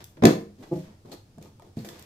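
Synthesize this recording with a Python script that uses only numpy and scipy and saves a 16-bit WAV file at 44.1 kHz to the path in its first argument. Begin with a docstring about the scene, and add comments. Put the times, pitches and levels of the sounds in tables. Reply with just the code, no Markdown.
"""Cutting a strap on a crate

A knife parts a taut plastic strap with a crack, close by in a small room. The release jolts the
plywood crate on its table and excites its normal modes. Hand and tool bump the lid twice more,
among light taps and the friction sounds of scrapes, creaks, squeals and the rustling loose strap."""
import sys
import numpy as np
from scipy import signal
from scipy.fft import rfft, irfft, next_fast_len
from scipy.io import wavfile
from scipy.ndimage import uniform_filter1d

SR = 44100
rng = np.random.default_rng(int(sys.argv[2]) if len(sys.argv) > 2 else 0)


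def transcribe(signal):
    """Save signal, clipped to [-1, 1], as a 16-bit WAV file at the path in sys.argv[1]."""
    frames = np.atleast_2d(signal).T
    limited = np.clip(frames, -1, 1)
    pcm = np.round(limited * 32767).astype(np.int16)
    wavfile.write(sys.argv[1], SR, pcm)


N = 90404


def amp(db):
    """Amplitude ratio of a level in decibels."""
    return 10 ** (np.asarray(db) / 20)


def decay(t, t60):
    """Exponential damping: the level falls 60 dB in t60 seconds."""
    return np.exp(-np.log(1000) * t / t60)


def curve_at(points, hz):
    """Interpolation on a logarithmic frequency axis."""
    f, value = np.transpose(points)
    return np.interp(np.log(hz + 1), np.log(f + 1), value)


def colour(x, spectrum, tilt_db=0):
    """Minimum-phase filtering by a spectrum, tilted by tilt_db per octave about 4 kHz."""
    size = next_fast_len(x.shape[1] // 2 + 2048) * 2
    hz = np.fft.rfftfreq(size, 1 / SR)
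    octaves = np.log2(np.maximum(hz, 500) / 4000)
    cepstrum = irfft(np.log(amp(curve_at(spectrum, hz) + tilt_db * octaves)))
    cepstrum[1:size // 2] *= 2  # folding the cepstrum makes the filter causal
    cepstrum[size // 2 + 1:] = 0
    return irfft(rfft(x, size) * np.exp(rfft(cepstrum)))[:, :x.shape[1]]


# Left-right coherence of the sound field: f/Hz, correlation
COHERENCE = [(160, .99), (330, 0.92), (1100, 0.044)]
def cohere(x):
    """Spatial coherence: long waves reach two nearby points alike, short waves do not."""
    a, b = rfft(x)
    correlation = curve_at(COHERENCE, np.fft.rfftfreq(x.shape[1], 1 / SR))
    mid = a * np.sqrt((1 + correlation) / 2)
    side = b * np.sqrt((1 - correlation) / 2)
    return irfft(np.array([mid + side, mid - side]), x.shape[1])


def noise(size):
    """Stereo white noise, coherent in the bass."""
    return cohere(rng.standard_normal((2, size)))


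# Spectrum of the room's background: f/Hz, level/dB
AIR_SPECTRUM = [(20, -12.5), (60, -13.5), (92, 0), (140, -8.5), (500, -23), (2000, -37), (5200, -35.5),
                (15000, -47.5)]
def room_tone():
    """Stationary noise, strongest in the bass, lies under the scene."""
    air = colour(noise(N), AIR_SPECTRUM)
    return amp(-55) * air / air.std()


# Spectra of bright contact noise and of the boards' dull clatter: f/Hz, level/dB
CONTACT_SPECTRUM = [(100, -4.5), (500, 2), (1050, 2), (1350, -3), (1750, 0.5), (2800, -3), (3600, -0.5),
                    (7500, -5), (9200, -11), (14000, -8), (16000, -25)]
BOARD_SPECTRUM = [(30, -28), (70, -16.5), (150, 2.5), (350, 6.5), (700, -2.5), (1200, -9), (16000, -100)]
# Scrapes over the lid: t/s, duration/s, hiss level/dB, rumble level/dB, hiss tilt/(dB/octave)
SCRAPE_STROKES = [(0, 0.038, -47.5, -49.5, -3), (0.168, 0.016, -53.5, -55, -6),
                  (0.577, 0.19, -56.5, -41, 0), (0.624, 0.033, -49, -40, -4), (0.708, 0.18, -51, -56, 0),
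                  (0.828, 0.14, -58, -57, -3.5), (1.042, 0.12, -58.5, -40, -1),
                  (1.112, 0.05, -45.5, -30.5, 1.5), (1.406, 0.1, -55, -40, 0.5),
                  (1.61, 0.12, -63, -44.5, -0.5), (1.761, 0.099, -49.5, -61, 0), (1.834, 0.12, -51, -34, 5),
                  (1.918, 0.16, -49, -48, -2)]
def scrape(length, hiss_db, rumble_db, tilt_db, slips_per_s=2400, spread_db=3):
    """Sliding friction: dense random slips hiss at the contact and rumble in the lid."""
    t = np.arange(SR // 3) / SR
    swell, fade = t / (0.12 * length), (length - t) / (0.5 * length)
    stroke = np.clip(np.minimum(swell, fade), 0, 1)
    slips = (rng.random((2, len(t))) < slips_per_s / SR) * rng.choice([-1, 1], (2, len(t)))
    slips = slips * amp(spread_db * np.minimum(rng.exponential(1, slips.shape), 4))
    friction = cohere(slips / slips.std()) * stroke
    hiss = amp(hiss_db) * colour(friction, CONTACT_SPECTRUM, tilt_db)
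    return hiss + amp(rumble_db) * colour(friction, BOARD_SPECTRUM)


# Modes of the blade: f/Hz, level/dB
BLADE_MODES = [(1755, -21.5), (2420, -21.5), (3550, -16), (4780, -15.5), (6280, -15)]
# Cracks and ticks of strap and blade: t/s, level/dB, time constant/s, tilt/(dB/octave)
STRAP_CRACKS = [(0.0414, -36.5, 0.002, 8.5), (0.2209, -32, 0.007, -8), (0.2352, -19.5, 0.0043, -4.5),
                (.2528, -5.5, 0.0028, -1), (0.269, -16, 0.0024, -4), (1.1155, -43.5, 0.0076, 1),
                (1.4253, -42, 0.0024, 4), (1.844, -38.5, 0.01, -0.5), (1.8869, -32.5, 0.004, 0),
                (1.9943, -47, 0.0016, 12), (2.0243, -39.5, 0.0022, 5)]
def crack(level_db, decay_s, tilt_db):
    """Fracture: tearing plastic emits a broadband transient that sets the blade ringing."""
    t = np.arange(SR // 8) / SR
    rise_s = 0.45 * decay_s
    envelope = np.minimum(t / rise_s, 1) ** 2 * np.exp(-np.maximum(t - rise_s, 0) / decay_s)
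    burst = noise(len(t)) * envelope
    blade = sum(amp(db) * np.cos(2 * np.pi * hz * t) for hz, db in BLADE_MODES) * decay(t, t60=0.016)
    ring = signal.fftconvolve(burst, blade[None] / 10, axes=1)[:, :len(t)]
    return amp(level_db) * colour(burst + ring, CONTACT_SPECTRUM, tilt_db)


# Modes of the crate: f/Hz, T60/s, level/dB when excited at the strap, at the far edge, on the lid
CRATE_MODES = [(122, 0.24, -23, -66, -34.5), (154.7, 0.33, -20.5, -30.5, -32.5),
               (180, 0.32, -20.5, -33.5, -58), (204.8, 0.65, -31.5, -66.5, -39.5),
               (223.7, 0.084, -6.5, -43.5, -28), (281.5, 0.19, -15, -35.5, -47.5),
               (322.6, 0.36, -18.5, -34, -67), (374, 0.36, -15.5, -43, -61), (457.5, 0.33, -22, -52.5, -48),
               (519, 0.23, -26, -47, -52.5), (629, 0.29, -28.5, -42.5, -70), (686.5, 0.13, -21, -52, -47),
               (754.4, 0.13, -27, -63, -57), (1013, 0.13, -36.5, -67, -83)]
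# Blows: t/s, ring level/dB, rise/s, clatter level/dB, place (0 strap, 1 far edge, 2 lid)
CRATE_BLOWS = [(.168, -11.5, 0.015, -56, 1), (0.2225, -1.5, 0.0046, -25.5, 0),
               (0.2393, 5, 0.0027, -10.5, 0), (0.2583, -6.5, 0.0018, -22, 0), (0.723, 0.5, 0.0038, -25, 1),
               (0.7614, -3, 0.0045, -40, 1), (1.049, -19, 0.0017, -34, 2), (1.375, -9.5, 0.0038, -42.5, 2),
               (1.7704, 0.5, 0.0014, -36.5, 2), (1.7935, -7.5, 0.0023, -34, 2)]
def blow(ring_db, rise_s, clatter_db, place, punch_s=0.04, rock_s=0.012, clatter_s=0.012):
    """Free vibration: the crate's damped modes waver as it rocks, over a brief clatter of boards."""
    t = np.arange(SR // 2) / SR
    ring = np.zeros((2, len(t)))
    for hz, t60, *levels_db in CRATE_MODES:
        stereo_phase = np.tanh((hz / 440) ** 2) * np.array([[0.5], [-0.5]])
        rocking = uniform_filter1d(rng.standard_normal(len(t)), round(rock_s * SR))
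        detune = 0.017 * rocking / rocking.std() * np.minimum(t / punch_s, 1)
        cycles = hz * np.cumsum(1 + detune) / SR
        ring -= amp(levels_db[place]) * decay(t, t60) * np.sin(2 * np.pi * cycles + stereo_phase)
    ring *= amp(ring_db) * (1 + 0.5 * np.exp(-t / punch_s))  # the first cycles swing wider
    swell = 1 - np.exp(-(t / rise_s) ** 2)
    bass_cut = signal.butter(2, 81, "highpass", fs=SR, output="sos")  # the ring is thin below about 80 Hz
    clatter = colour(noise(len(t)) * swell * np.exp(-t / clatter_s), BOARD_SPECTRUM)
    return signal.sosfilt(bass_cut, ring * swell) + amp(clatter_db) * clatter


# Harmonics of a creak, from the fundamental up: level/dB
CREAK_HARMONICS = [-13, -4, -14, -20.5, -23, -39, -34.5]
# Creaks of the tool on the wood: t/s, duration/s, slip rate f/Hz, level/dB
TOOL_CREAKS = [(0.573, 0.075, 129, -41), (0.712, 0.029, 168.6, -17), (0.867, 0.078, 105, -44.5)]
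def creak(length, slip_hz, level_db):
    """Stick-slip oscillation: a few evenly spaced slips make a short, hollow harmonic note."""
    t = np.arange(0, length, 1 / SR)
    note = sum(amp(db) * np.sin(2 * np.pi * (k * slip_hz * t + rng.random()))
               for k, db in enumerate(CREAK_HARMONICS, 1))
    return np.tile(amp(level_db) * note * np.sin(np.pi * t / length), (2, 1))


# Squeals of the rubbed blade and strap: t/s, duration/s, f/Hz, level/dB
BLADE_SQUEALS = [(1.114, 0.023, 4220, -48.5), (1.785, 0.012, 4520, -55)]
def squeal(length, hz, level_db, bandwidth_hz=360):
    """Resonance: friction noise drives one narrow mode of the blade."""
    t = np.arange(SR // 8) / SR
    mode = np.exp(-np.pi * bandwidth_hz * t) * np.cos(2 * np.pi * hz * t)
    whistle = irfft(rfft(noise(len(t))) * rfft(mode), len(t))
    return amp(level_db) * whistle / whistle.std() * np.sin(np.pi * np.minimum(t / length, 1))


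# Modes of the tapped wood: frequency ratio, level/dB
WOOD_MODES = [(0.641, -3), (1.002, 3), (1.33, -5), (2.6, -14.5)]
# Light taps of the tool: t/s, f/Hz, level/dB
TOOL_TAPS = [(1.129, 912, -41.5), (1.383, 640, -41), (1.458, 910, -47), (1.597, 910, -42.5),
             (1.622, 693, -41)]
def tap(hz, level_db, contact_s=0.0013):
    """Impact excitation: a tiny tick and a short ring whose pitch depends on the spot touched."""
    t = np.arange(SR // 8) / SR
    contact = np.exp(-t / contact_s)
    modes = sum(amp(db) * np.sin(2 * np.pi * ratio * hz * t) for ratio, db in WOOD_MODES)
    ring = modes * decay(t, t60=0.025) * (1 - contact)
    tick = amp(-2.5) * colour(noise(len(t)) * contact, CONTACT_SPECTRUM)
    return amp(level_db) * (ring + tick)


# Spectrum of the room's diffuse tail: f/Hz, level/dB
TAIL_SPECTRUM = [(200, -11.5), (550, -4.5), (1300, -0.5), (14000, -5.5)]
def reverberation(direct, t60=0.32, build_s=0.006):
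    """Diffuse field: dense reflections, weak in the bass, build up and decay exponentially."""
    t = np.arange(SR) / SR
    unit_energy_gain = np.sqrt(2 * np.log(1000) / (t60 * SR))
    envelope = unit_energy_gain * decay(t, t60) * np.minimum(t / build_s, 1) ** 2
    tail = colour(noise(SR), TAIL_SPECTRUM) * envelope
    return signal.fftconvolve(direct, tail, axes=1)[:, :N]


def scene():
    """Superposition: the direct sounds, the room tone and the reverberation add."""
    direct = np.zeros((2, N))
    for source, events in [(blow, CRATE_BLOWS), (crack, STRAP_CRACKS), (tap, TOOL_TAPS),
                           (scrape, SCRAPE_STROKES), (creak, TOOL_CREAKS), (squeal, BLADE_SQUEALS)]:
        for start_s, *settings in events:
            start = round(start_s * SR)
            sound = source(*settings)[:, :N - start]
            direct[:, start:start + sound.shape[1]] += sound
    return direct + room_tone() + reverberation(direct)


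def record(dry, cutoff_hz=15700):
    """Soft saturation rounds peaks near full scale; a low-pass filter then limits the band."""
    rounded = dry / (1 + dry ** 8) ** (1 / 8)
    lowpass = signal.firwin(255, cutoff_hz, window=("kaiser", 9), fs=SR)
    return signal.oaconvolve(rounded, lowpass[None], "same")


dry = scene()
out = record(dry)
transcribe(out)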